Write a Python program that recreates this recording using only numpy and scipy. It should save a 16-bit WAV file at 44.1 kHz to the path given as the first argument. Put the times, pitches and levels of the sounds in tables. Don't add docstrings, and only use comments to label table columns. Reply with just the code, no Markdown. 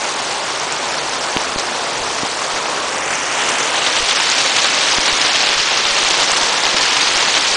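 import sys
import numpy as np
from scipy import signal
from scipy.fft import rfft, irfft, next_fast_len
from scipy.io import wavfile
from scipy.ndimage import uniform_filter1d, map_coordinates

SR = 44100
rng = np.random.default_rng(int(sys.argv[2]) if len(sys.argv) > 2 else 0)


def generate_wav(signal):
    frames = np.transpose(np.atleast_2d(signal))
    scaled = np.clip(frames, -1, 1) * 32767
    pcm = np.round(scaled).astype(np.int16)
    wavfile.write(sys.argv[1], SR, pcm)


def rack_gain(trim_db):
    fader = np.asarray(trim_db, float)
    return 10 ** (fader / 20)


N = 333396


def unit(x):
    return x / np.sqrt(np.mean(x ** 2) + 1e-20)


def curves(rows, t):
    s, *columns = np.transpose(rows)
    return [np.interp(t, s, column) for column in columns]


def wobble(rate):
    points = rng.standard_normal(int(N * rate / SR) + 4)
    return map_coordinates(points, [np.arange(N) * rate / SR])


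def filtered(x, response):
    m = next_fast_len(N + 8192)
    spectrum = rfft(x, m) * response(np.fft.rfftfreq(m, 1 / SR))
    return irfft(spectrum, m)[..., :N]


def coloured(x, colour):
    f, db = np.transpose(colour)
    return unit(filtered(x, lambda hz: rack_gain(np.interp(np.log(hz + 1), np.log(f), db))))


def splashes(at, size, hz, cycles, width=160):
    turns = hz[:, None] * np.arange(width) / SR
    attack = 1 - np.exp(-3 * turns)
    decay = np.exp(-2 * turns / cycles[:, None])
    wave = np.sin(2 * np.pi * turns) * attack * decay
    wave *= (size / np.abs(wave).max(axis=1))[:, None]
    index = np.round(at * SR).astype(int)[:, None] + np.arange(width)
    return np.bincount(index.ravel(), wave.ravel(), N + 2 * width)[:N]


def shower(count, low_hz, high_hz, cycles, spread_db, wash, patchy_db):
    draw = rng.random((count, 3))
    size = rack_gain(-spread_db * np.log(.01 + draw[:, 1]))
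    hz = low_hz * (high_hz / low_hz) ** draw[:, 2]
    drops = splashes(draw[:, 0] * N / SR, size * np.sqrt(hz), hz, np.full(count, cycles))
    share = np.clip(wash, 0, 1)
    x = np.sqrt(share) * rng.standard_normal(N) + np.sqrt(1 - share) * unit(np.gradient(drops))
    z = signal.stft(x, nperseg=256)[2]
    field = uniform_filter1d(rng.standard_normal(z.shape), size=9, axis=0)
    field = uniform_filter1d(field, size=5, axis=1)
    return signal.istft(z * rack_gain(patchy_db * unit(field)), nperseg=256)[1][:N]


def swells(at, db):
    rise_s, fall_s = .0006, .0095
    lull_s = .14
    u = np.arange(SR // 10) / SR
    shape = (1 - np.exp(-u / rise_s)) * np.exp(-u / fall_s)
    marks = np.bincount(np.round(at * SR).astype(int), db, N)
    swell = signal.fftconvolve(marks, shape / shape.max())[:N]
    return swell - uniform_filter1d(swell, size=round(lull_s * SR))


def clusters():
    per_s, scale_db = 50, 1.4
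    draw = rng.random((round(per_s * N / SR), 2))
    size_db = -scale_db * np.log(.1 + .9 * draw[:, 1])
    return swells(draw[:, 0] * (N - 1) / SR, size_db)


# start_s, swell_db (before the lull is taken off)
SPATTER_SWELLS = [(0.607, 4.0), (0.968, 3.0), (0.985, 4.0), (1.119, 3.0), (1.234, 3.0), (1.398, 3.0),
                  (1.584, 6.5), (1.596, 4.5), (1.93, 3.0), (1.965, 3.0), (2.189, 3.5), (2.249, 4.0),
                  (2.561, 4.0), (2.66, 4.0), (2.692, 3.0), (2.714, 3.0), (2.925, 3.0), (2.957, 3.0),
                  (3.107, 4.0), (3.127, 4.5), (3.151, 2.5), (3.485, 4.5), (3.582, 3.0), (3.82, 3.0),
                  (3.848, 3.5), (3.865, 5.5), (3.927, 3.0), (3.966, 5.0), (4.088, 2.5), (4.11, 3.0),
                  (4.158, 3.0), (4.198, 3.0), (4.38, 3.5), (4.405, 3.5), (4.46, 3.0), (4.563, 3.5),
                  (4.585, 4.5), (4.644, 4.0), (5.057, 4.5), (5.079, 5.5), (5.128, 3.0), (5.211, 2.5),
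                  (5.247, 3.0), (5.353, 3.0), (5.405, 3.5), (5.466, 2.5), (5.468, 1.5), (5.492, 2.5),
                  (5.527, 3.0), (5.58, 3.5), (5.598, 5.0), (5.776, 3.0), (5.854, 3.5), (5.907, 4.5),
                  (5.981, 3.0), (6.082, 3.5), (6.109, 3.5), (6.139, 3.0), (6.2, 5.0), (6.231, 4.5),
                  (6.296, 3.0), (6.367, 3.0), (6.432, 4.0), (6.58, 3.0), (6.653, 5.5), (6.664, 3.0),
                  (6.693, 2.5), (6.767, 3.0), (6.813, 4.0), (6.831, 3.0), (6.852, 2.5), (6.967, 4.0),
                  (7.009, 3.0), (7.073, 5.5), (7.159, 3.5), (7.192, 3.0), (7.206, 3.5), (7.224, 3.0),
                  (7.285, 2.5), (7.351, 3.0), (7.368, 5.0)]


def spatters(t):
    return swells(*np.transpose(SPATTER_SWELLS))


# pitch_hz, level_db (relative)
RUMBLE_COLOUR = [(12, -12), (30, -11), (50, -12), (65, 3), (85, -5.5), (130, -6.5), (200, -24.5)]


def rumble(t):
    start_db, fade_db_per_s, waver_db = -48.5, 0.2, 3
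    boom_s, boom_db, rise_s, fall_s = 2, 16.5, .1, .3
    boom = np.interp(t, [boom_s - rise_s, boom_s, boom_s + fall_s], [0, 1, 0])
    level_db = start_db - fade_db_per_s * t + waver_db * wobble(2.1) + boom_db * boom
    return rack_gain(level_db) * coloured(rng.standard_normal(N), RUMBLE_COLOUR)


# start_s, level_db (scales the push shape)
PUSHES = [(1.3633, -25), (1.5605, -19.5), (2.006, -29), (2.537, -30), (4.001, -25), (4.028, -20),
          (4.11, -34), (4.985, -20), (5.127, -21), (5.49, -29), (5.56, -27), (5.579, -31), (5.6, -27),
          (5.854, -30), (5.905, -29), (5.92, -28), (6.03, -29), (6.048, -27), (6.109, -30), (6.136, -31),
          (6.198, -29), (6.318, -30), (6.43, -26), (6.652, -30), (6.744, -29), (6.81, -31), (6.829, -31),
          (7.071, -30), (7.158, -25.5), (7.366, -35), (7.513, -29)]
# start_s, level_db (scales the knock shape)
BODY_KNOCKS = [(1.3642, -8.5), (1.5597, -17), (2.2325, -10.5), (4.984, -18), (6.7435, -16)]


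def jolts():
    t = np.arange(SR // 8) / SR
    push = (1 - np.exp(-t / 0.0013)) * np.exp(-t / 0.012) * (1 - t / 0.021)
    turns = 200 * t + .4 * (1 - np.exp(-t / .0006))
    knock = -np.sin(2 * np.pi * turns) * np.exp(-(t / 0.0034) ** 2)

    def place(rows, shape):
        at, db = np.transpose(rows)
        marks = np.bincount(np.round(at * SR).astype(int), rack_gain(db), N)
        return signal.fftconvolve(marks, shape)[:N]

    return place(PUSHES, push), place(BODY_KNOCKS, knock)


# (relative, per Hz)
DRUM_COLOUR = [(60, -36), (110, -17), (140, -7.5), (185, -12), (270, -4.5), (550, 0), (700, -1), (860, 0.5),
               (1100, -1), (1400, -5), (2000, -10.5), (4000, -21)]
# (relative, per Hz)
HISS_COLOUR = [(2500, -26), (4500, -4), (6000, 0.5), (7000, -3), (8500, -7), (10000, -15), (12000, -47)]


def far_roofs(t, gust):
    away_drum_db, drum_follows = -22, 0.024
    away_hiss_db, hiss_follows = -27, 0.34
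    rise_db = curves(NEAR_PATTER, t)[0] - NEAR_PATTER[0][1]
    drum = shower(count=9000, low_hz=491, high_hz=2424, cycles=3.25, spread_db=1.0, wash=0.9, patchy_db=-0.33)
    hiss = shower(count=5000, low_hz=3960, high_hz=9940, cycles=2.9, spread_db=-1.5, wash=0.75, patchy_db=-0.06)
    drum_db = away_drum_db + drum_follows * rise_db + 0.67 * wobble(2.5)
    drum_db = drum_db + 0.77 * gust + .5 * spatters(t)
    hiss_db = away_hiss_db + hiss_follows * rise_db + 1.1 * wobble(2.3) + 0.34 * wobble(12)
    hiss_db = hiss_db + .5 * gust + 1.0 * spatters(t)
    return rack_gain(drum_db) * coloured(drum, DRUM_COLOUR) + rack_gain(hiss_db) * coloured(hiss, HISS_COLOUR)


TICK_S = .00037


def lesser_drops():
    per_s, most_db, low_hz, high_hz = 24, 8, 2500, 7500
    draw = rng.random((round(per_s * N / SR), 3))
    at = draw[:, 0] * N / SR
    hz = low_hz * (high_hz / low_hz) ** draw[:, 1]
    peak_db = curves(NEAR_PATTER, at)[0] + most_db - 5.3 * draw[:, 2]
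    return splashes(at, -rack_gain(peak_db), hz, TICK_S * hz)


# start_s,
# level_db (peak of the tick alone), pitch_hz
BIG_DROPS = [(0.5994, -7.0, 5600), (0.7241, -5.0, 7040), (0.9838, -7.5, 4530), (1.365, -8, 1550),
             (1.371, 2.5, 2800), (1.5608, -11, 750), (1.5822, -8.5, 4310), (1.5862, -9, 4440),
             (1.5965, -4.5, 5500), (2.1884, -9, 2500), (2.5611, -8, 1590), (2.6573, -6.0, 2300),
             (3.1061, -7, 1810), (3.1289, -7, 1850), (3.4846, -6, 1980), (3.6039, -6, 2150),
             (3.6913, -6, 2330), (3.8188, -5, 2630), (3.8646, -2.0, 3250), (3.8856, -5, 1940),
             (3.9542, -4, 1890), (3.9657, -3.5, 3220), (4.028, -5.0, 7000), (4.0876, -3.5, 4540),
             (4.11, -1.5, 3410), (4.2015, -4, 3750), (4.293, -3, 4050), (4.3001, -4, 6720),
             (4.4048, -3.5, 3920), (4.584, 0.0, 3420), (4.6441, -2.0, 3400), (4.887, -3, 2970),
             (4.914, -3, 5040), (4.9845, 0.0, 1810), (5.079, -2.5, 3390), (5.1283, -2.5, 4900),
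             (5.2481, -3.5, 2240), (5.3525, -2.5, 3400), (5.404, -3.0, 4300), (5.4905, -1.5, 4500),
             (5.5793, -2.5, 4390), (5.5967, -3.5, 2760), (5.775, -3.5, 4310), (5.8536, -1.0, 3430),
             (5.9077, -4, 3140), (6.0303, -2.5, 3320), (6.0488, -1.0, 4070), (6.1088, -2.5, 3420),
             (6.1407, -2.5, 2030), (6.1955, -3.5, 4600), (6.1998, -0.5, 3760), (6.23, -1.0, 3460),
             (6.318, -4.0, 7300), (6.3661, -5, 3750), (6.371, -9, 9000), (6.4317, -1.5, 3470),
             (6.4954, -4.5, 4180), (6.5008, -4.0, 2270), (6.578, -3, 2760), (6.6531, 0, 3200),
             (6.6911, -3, 3960), (6.783, -2.5, 5200), (6.811, -1.5, 4800), (6.8295, -1.5, 5600),
             (6.968, -2.0, 2820), (7.03, -3.5, 4690), (7.072, -3.0, 2910), (7.0748, -3, 3320),
             (7.114, -3.5, 2240), (7.159, -2.5, 4180), (7.1693, -2.5, 5340), (7.176, -3, 5860),
             (7.2834, -3, 4130), (7.3432, -2.5, 3700), (7.3507, -2.0, 3240), (7.3679, 0.0, 3140),
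             (7.4342, -3.5, 5430), (7.5153, -3.0, 4720)]


def large_drops():
    ring_db, ring_s = -9, .0018
    dry_hz = 2900
    at, db, hz = np.transpose(BIG_DROPS)
    tick = splashes(at - .5 / hz, -rack_gain(db), hz, TICK_S * hz)
    thud = splashes(at - .0003, rack_gain(db - 12.5), np.full(len(at), 900), np.full(len(at), 2.5))
    ring_size = rack_gain(db + ring_db) / (1 + (dry_hz / hz) ** 12)
    ring = splashes(at + .5 / hz, -ring_size, hz, ring_s * hz, width=240)
    draw = rng.random((len(at), 6, 2))
    later = (at[:, None] + .0006 + 0.0066 * draw[..., 0]).ravel()
    pitch = (hz[:, None] * np.exp(1.1 * (draw[..., 1] - .5))).ravel()
    splash = splashes(later, np.repeat(rack_gain(db - 28.0), 6), pitch, np.full(len(later), 4.5))
    return tick + ring + thud + splash


# start_s, level_db (before shading and swells),
# edge_hz (pitch up to which it reaches the microphone)
NEAR_PATTER = [(0, -24.5, 7500), (2.5, -25, 6700), (2.8, -24.5, 4970), (2.95, -22, 3060), (3.12, -18, 2720),
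               (3.28, -18, 2850), (3.45, -17, 3480), (3.65, -18.5, 3600), (3.85, -18, 4900),
               (4.1, -16.5, 7000), (4.5, -16, 9100), (4.85, -16.5, 9000), (5.45, -15, 9000),
               (5.7, -16.5, 9000), (6.05, -15.5, 9000), (6.55, -18, 9000), (6.85, -15.5, 9000),
               (7.56, -16, 9000)]
# (relative, per Hz)
PATTER_COLOUR = [(500, -25), (1200, -4), (1600, -1.5), (3000, 0.5), (5300, -2.5), (7000, -10), (9000, -33),
                 (12000, -40)]


def near_sheets(t, gust):
    patter = shower(count=7000, low_hz=1210, high_hz=7500, cycles=3.1, spread_db=0.0, wash=0.87, patchy_db=-0.67)
    hz, when, z = signal.stft(coloured(patter, PATTER_COLOUR), SR, nperseg=512)
    edge_hz = curves(NEAR_PATTER, when)[1]
    shade = 1 / np.sqrt(1 + (hz[:, None] / edge_hz) ** 8)
    shaded = signal.istft(z * shade, SR, nperseg=512)[1][:N]
    return rack_gain(curves(NEAR_PATTER, t)[0] + 1.0 * gust) * shaded


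def scene():
    t, gust = np.arange(N) / SR, clusters()
    rain = far_roofs(t, gust) + rack_gain(spatters(t)) * near_sheets(t, gust)
    push, knock = jolts()
    deafness = np.exp(-9 * np.abs(push))
    return (deafness * rain + rumble(t) + large_drops() + lesser_drops() + push + knock)[None]


def flicker(x, above_hz, rarity, depth_db):
    hz, _, z = signal.stft(x, SR, nperseg=256)
    field = uniform_filter1d(rng.standard_normal(z.shape), size=6, axis=-2)
    field = uniform_filter1d(field, size=3, axis=-1)
    treble = np.clip((hz - above_hz) / 900, 0, 1)[:, None]
    dips = np.clip(unit(field) - rarity, 0, 1) * treble
    return signal.istft(z * rack_gain(-depth_db * dips), SR, nperseg=256)[1][..., :N]


def roll_off(x):
    return signal.sosfilt(signal.butter(12, 10200, fs=SR, output="sos"), x)


def record(dry):
    top_hz = 10200
    unsteady = flicker(dry, above_hz=4580, rarity=0.64, depth_db=53.0)
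    kept = filtered(unsteady, lambda hz: np.clip((top_hz - hz) / 200, 0, 1))
    finished = np.clip(kept, -1, 1)
    return roll_off(finished)


dry = scene()
out = record(dry)
generate_wav(out)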